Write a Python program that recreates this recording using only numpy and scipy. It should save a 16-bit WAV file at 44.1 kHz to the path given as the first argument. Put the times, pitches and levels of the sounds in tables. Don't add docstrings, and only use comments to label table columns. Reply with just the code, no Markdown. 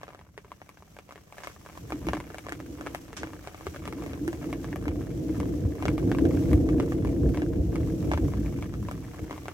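import sys
import numpy as np
from scipy import signal
from scipy.fft import rfft, irfft, next_fast_len
from scipy.io import wavfile
from scipy.ndimage import uniform_filter1d

SR = 44100
rng = np.random.default_rng(int(sys.argv[2]) if len(sys.argv) > 2 else 0)


def unload_audio(sound):
    columns = np.transpose(np.atleast_2d(sound))
    steps = np.round(np.clip(columns, -1, 1) * 32767)
    wavfile.write(sys.argv[1], SR, steps.astype(np.int16))


def boost_factor(decibels):
    exponent = np.asarray(decibels, float) / 20
    return 10 ** exponent


N = 420273

# start_s, knock_level_db
ROOF_DROPS = [(0.014, -37), (0.0329, -25), (0.069, -39), (0.081, -30.5), (0.09, -35), (0.105, -37),
              (0.1335, -37), (0.148, -32), (0.192, -35), (0.213, -39), (0.378, -25), (0.447, -38),
              (0.518, -28.5), (0.6171, -30.5), (0.773, -37.5), (0.824, -38), (0.9668, -33), (0.9886, -28),
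              (1.092, -34.5), (1.109, -32), (1.1237, -32), (1.158, -32), (1.178, -37), (1.325, -30.5),
              (1.3831, -26.5), (1.404, -35), (1.436, -27), (1.6982, -35), (1.9222, -17), (2.087, -13.5),
              (2.1338, -14), (2.1508, -23.5), (2.1697, -25), (2.303, -29.5), (2.467, -24.5), (2.4864, -24),
              (2.6024, -27), (2.8645, -23), (2.8706, -19.5), (3.113, -49), (3.1304, -26.5), (3.233, -18),
              (3.272, -29), (3.334, -30), (3.4739, -22.5), (3.546, -28.5), (3.61, -31.5), (3.6682, -18.5),
              (3.746, -28.5), (3.762, -26), (3.855, -24), (3.9263, -24), (4.023, -28.5), (4.04, -31),
              (4.063, -27), (4.098, -34), (4.134, -24.5), (4.429, -31), (4.443, -30), (4.6446, -25.5),
              (4.729, -26), (4.8813, -19.5), (5.345, -36), (5.4313, -27.5), (5.8251, -20), (5.855, -13),
              (5.8826, -15), (6.1168, -16.5), (6.1862, -20), (6.2537, -22), (6.31, -29), (6.69, -22.5),
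              (6.8001, -16.5), (7.346, -25), (7.374, -20.5), (7.4199, -22.5), (7.7575, -20.5), (8.116, -15),
              (8.1361, -15), (8.176, -20), (8.283, -34), (8.337, -27), (8.461, -31.5), (8.588, -35),
              (8.74, -28), (8.8863, -25), (9.1358, -37), (9.1929, -32), (9.298, -33), (9.3098, -22),
              (9.328, -26.5), (9.3792, -28), (9.4569, -27), (9.483, -20)]
# start_s, knock_level_db
GLASS_DROPS = [(0.692, -31), (1.447, -28), (1.4724, -22), (1.6624, -31.5), (1.7756, -29), (1.9052, -27.5),
               (2.0692, -22.5), (2.2024, -23), (2.345, -26.5), (2.384, -24.5), (2.494, -24),
               (2.5227, -17.5), (2.8109, -25.5), (2.9484, -16.5), (3.877, -19.5), (4.279, -20), (4.33, -24),
               (4.5288, -20), (4.7596, -24.5), (4.856, -27.5), (5.017, -34), (5.402, -23.5),
               (5.9803, -22.5), (6.149, -24.5), (6.373, -28), (6.515, -27.5), (6.532, -20.5), (6.9216, -23),
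               (7.0494, -25), (7.0729, -28), (8.6254, -23.5), (8.9129, -23.5)]
# time_s, level_db
RAIN_LEVEL = [(.1, -10), (.35, -12), (1.29, -8.5), (1.38, -0.5), (3.3, -0.5), (6.4, 2.5), (7.9, 2.5),
              (9.5, 0)]
# crest_s, rumble_db, cabin_boom_db
THUNDER_CLAPS = [(3.239, -42, -38.5), (3.693, -42.5, -46), (4.9, -35, -28), (5.661, -26, -41.5),
                 (5.894, -29, -27), (6.271, -35, -27.5), (6.55, -20.5, -21.5), (6.771, -29.5, -44),
                 (7.269, -23.5, -24), (7.609, -24, -28), (8.242, -25.5, -28), (9.231, -36.5, -35)]
# pitch_hz, width_hz (of one filter pass), level_db
CABIN_MODES = [(277, 79, -2.5), (306.1, 59.4, 0), (448.6, 67, -7), (613, 77, -17)]


def curve(table, column):
    rows = np.array(table)
    return np.interp(np.arange(N) / SR, rows[:, 0], rows[:, column])


def colour(x, points):
    hz, db = np.transpose(points)
    size = next_fast_len(N)
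    bin_hz = np.arange(size // 2 + 1) * SR / size
    gain = boost_factor(np.interp(np.log(bin_hz + 1), np.log(hz), db))
    y = irfft(rfft(x, size) * gain, size)[..., :N]
    return y / np.sqrt(np.mean(y ** 2))


def band(x, low_hz, high_hz):
    return signal.sosfilt(signal.butter(2, [low_hz, high_hz], "band", fs=SR, output="sos"), x)


def walk(rate):
    hold = int(SR / rate)
    held = np.repeat(rng.standard_normal(N // hold + 1), hold)
    return 1.3 * uniform_filter1d(uniform_filter1d(held, hold), hold)[:N]


def knocks(drops, splash_db):
    # pitch_hz, level_db, t60_s
    panel = [(338, 9.5, 0.034), (593, 4, 0.01), (842, 7, 0.011), (1288, 3.5, 0.011), (1960, 0.5, 0.0083),
             (2940, 10.5, 0.00048)]
    length = 2048
    s, db = np.transpose(drops)[:, :, None, None]
    lag, stretch, stiff, wet = rng.random((len(drops), 4)).T
    splash_db = splash_db + 10 * (wet[:, None, None] - .5)
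    tilt_db = 4.5 + 0.12 * splash_db.ravel() + 3.3 * (stiff - .5)
    lag_us = (-100 + 330 * lag)[:, None, None]
    detune, scatter = np.moveaxis(rng.standard_normal((len(drops), len(panel), 2)), 2, 0)
    spray, blur = np.moveaxis(rng.standard_normal((len(drops), 2, 2, length)), 1, 0)

    start = np.maximum((s * SR).astype(int) - 32, 0)
    ear_lag = np.array([[-1], [1]]) * lag_us / 2e6
    t = np.maximum((np.arange(length) + start) / SR - s + .0002 + ear_lag, 0).astype(np.float32)
    ring = 0
    for k, (hz, mode_db, t60) in enumerate(panel):
        turn = (2 * np.pi * hz * (1 + .14 * detune[:, k, None, None])).astype(np.float32)
        strength = boost_factor(mode_db + tilt_db * np.log2(hz / 1000) + 3 * scatter[:, k])[:, None, None]
        decay = np.exp(t * np.float32(-np.log(1000) / t60))
        ring = ring + strength * np.sin(turn * t) * decay
    ring = band(ring, 462, 8600)
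    ring = ring / ring.max(axis=(1, 2), keepdims=True)

    splash_fade = np.exp(-t / 0.0003) + boost_factor(-25) * np.exp(-t / 0.02)
    splash = band(spray * (t > 0) * splash_fade, 2500, 13000)
    splash = splash / np.abs(splash).max(axis=(1, 2), keepdims=True)
    tail = boost_factor(-14.5) * band(blur * (t > 0) * 1000 ** (-t / 0.11), 240, 2450)

    knock = boost_factor(db) * (ring + boost_factor(splash_db) * splash + tail)
    out = np.zeros((2, N + 2 * length))
    for at, one, spot in zip(start.ravel(), knock, stretch):
        out[:, at:at + length] += cabin(one, .97 + .06 * spot)
    return out[:, :N] * boost_factor(np.array([[.6], [-.6]]))


def cabin(knock, stretch):
    # delay_ms (before stretch), level_db
    echoes = [(1.8, -9), (6.9, -9)]
    out = knock
    for ms, db in echoes:
        out = out + boost_factor(db) * np.roll(knock, int(ms * stretch * SR / 1000), axis=1)
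    return out


def patter():
    per_s, base_db, spread_db = 80, -44, 5
    flurry_s, lull_share = .06, .45
    count = int(per_s * N / SR)
    when, size = rng.random((count, 2)).T
    t = np.linspace(0, N / SR, num=2000)
    near = sum(np.exp(-((t - drop[0]) / flurry_s) ** 2) for drop in ROOF_DROPS + GLASS_DROPS)
    flurry = np.cumsum(lull_share + near)
    s = np.interp(when * flurry[-1], flurry, t)
    db = base_db + np.interp(s, *np.transpose(RAIN_LEVEL)) - spread_db * np.log(size).clip(-1.2)
    return np.transpose([s, db])


def thunder():
    # pitch_hz, relative_level_db
    rumble_spectrum = [(28, -62), (50, -3), (75, -1.5), (130, -5), (230, -7.5), (300, -88)]
    mid, side = rng.standard_normal((2, N))
    apart = .25 * band(side, 110, 2000) + .25 * band(side, 400, 2000)
    shocks = (mid + apart * np.array([[1], [-1]])) * boost_factor(1.2 * walk(25))
    rumble = colour(shocks, rumble_spectrum)

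    uneven = shocks * boost_factor(1.6 * walk(16))
    boom = 0
    for hz, width, db in CABIN_MODES:
        b, a = signal.iirpeak(hz, hz / width, SR)
        boom = boom + boost_factor(db) * signal.lfilter(b, a, signal.lfilter(b, a, uneven))
    boom = band(band(boom, 120, 860), 120, 860)
    boom = boom / np.sqrt(np.mean(boom ** 2))
    return roll(column=1) * rumble + roll(column=2) * boom + thumps()


def roll(column):
    # time_s, rumble_db, cabin_boom_db
    swell = [(0.0, -55.5, -66.5), (1.25, -57, -65.5), (1.7, -51, -57), (2.1, -37.5, -39.5),
             (2.4, -49, -52.5), (2.7, -44, -38.5), (3.05, -47.5, -46.5), (3.55, -50, -54.5),
             (3.9, -38.5, -38), (4.75, -37, -35), (5.55, -31, -30.5), (5.77, -39, -36), (6.1, -27, -24.5),
             (6.9, -29.5, -29.5), (8.1, -29, -31.5), (8.75, -32, -36), (9.1, -39, -45), (9.52, -46.5, -49)]
    rise_s, t60_s = 0.037, 0.44
    t = np.arange(N) / SR
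    power = boost_factor(curve(swell, column=column)) ** 2
    for clap in THUNDER_CLAPS:
        late = t - clap[0]
        rise = np.exp(-(late / rise_s) ** 2)
        fall = 1e6 ** (-np.maximum(late, 0) / t60_s)
        power = power + boost_factor(clap[column]) ** 2 * np.where(late < 0, rise, fall)
    return np.sqrt(power)


def thumps():
    above_rumble_db, middle_hz = 7.5, 80.5
    t, out = np.arange(N) / SR, 0
    for (s, db, _), size in zip(THUNDER_CLAPS, rng.standard_normal(len(THUNDER_CLAPS))):
        turns = (t - s) * middle_hz * (1 + 0.1 * size)
        out = out + boost_factor(db + above_rumble_db) * np.sin(2 * np.pi * turns) * np.exp(-turns ** 2)
    return out


def blows():
    # start_s, level_db (before rise and decay)
    dull_blows = [(1.925, -24), (1.944, -23), (2.068, -19.5), (2.14, -23.5), (2.157, -24), (4.212, -20.5),
                  (4.277, -16), (4.3, -29), (4.869, -22)]
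    rise_s, t60_s = 0.0036, 0.094
    s, db = np.transpose(dull_blows)[:, :, None]
    t = np.maximum(np.arange(N) / SR - s, 0)
    hz = CABIN_MODES[1][0] * (1 + .04 * rng.standard_normal((len(dull_blows), 1)))
    envelope = np.tanh(t / rise_s) * 1000 ** (-t / t60_s)
    return np.sum(boost_factor(db) * envelope * np.sin(2 * np.pi * hz * t), axis=0)


def hiss():
    # pitch_hz, relative_level_db
    hiss_spectrum = [(470, 4.5), (800, -1.5), (2180, -7), (3540, -7.5), (5140, -7.5), (5750, -5.5),
                     (8300, -13), (9400, -21.5), (10800, -15.5), (14000, -15), (15500, -15)]
    # start_s, level_db (against the hiss, before flicker), t60_s
    bursts = [(1.433, 9.5, 0.25), (3.166, 24, 0.17), (8.117, 10, 0.087)]
    rain = colour(rng.standard_normal((2, N)), hiss_spectrum)
    start, db, t60 = np.transpose(bursts)[:, :, None]
    t = np.maximum(np.arange(N) / SR - start, 0)
    swish = np.sum(boost_factor(db) * np.tanh(t / .002) * 1000 ** (-t / t60), axis=0)
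    sway_db = 1.3 * walk(5) + .9 * walk(20) + 1.6 * walk(300)
    loudness = boost_factor(-53.5 + curve(RAIN_LEVEL, column=1) + sway_db)
    flicker = boost_factor(2.5 * walk(600))
    return loudness * (rain + swish * flicker * band(rain, 900, 9000))


def insect():
    chirps = [.563, .637, .745, .83]
    pitch_hz, reach_s, level_db = 5940, 0.012, -70
    t = np.arange(N) / SR
    notes = sum(np.exp(-((t - s) / reach_s) ** 2) for s in chirps)
    return boost_factor(level_db) * np.sin(2 * np.pi * pitch_hz * t) * notes


def scene():
    roof = knocks(ROOF_DROPS, splash_db=-26)
    glass = knocks(GLASS_DROPS, splash_db=-13)
    small = knocks(patter(), splash_db=-14.5)
    return roof + glass + small + thunder() + blows() + hiss() + insect()


def low_pass(x):
    return signal.sosfilt(signal.butter(12, 16660, fs=SR, output="sos"), x)


def record(dry):
    bright = band(dry[0], 7500, 15000)
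    left = boost_factor(-.2) * dry[0] + .95 * bright - .65 * band(dry[0], 3000, 6000)
    mix = np.array([left, dry[1]])
    mix = signal.sosfilt(signal.ellip(8, .2, 60, 15950, fs=SR, output="sos"), mix)
    return low_pass(mix)


dry = scene()
out = record(dry)
unload_audio(out)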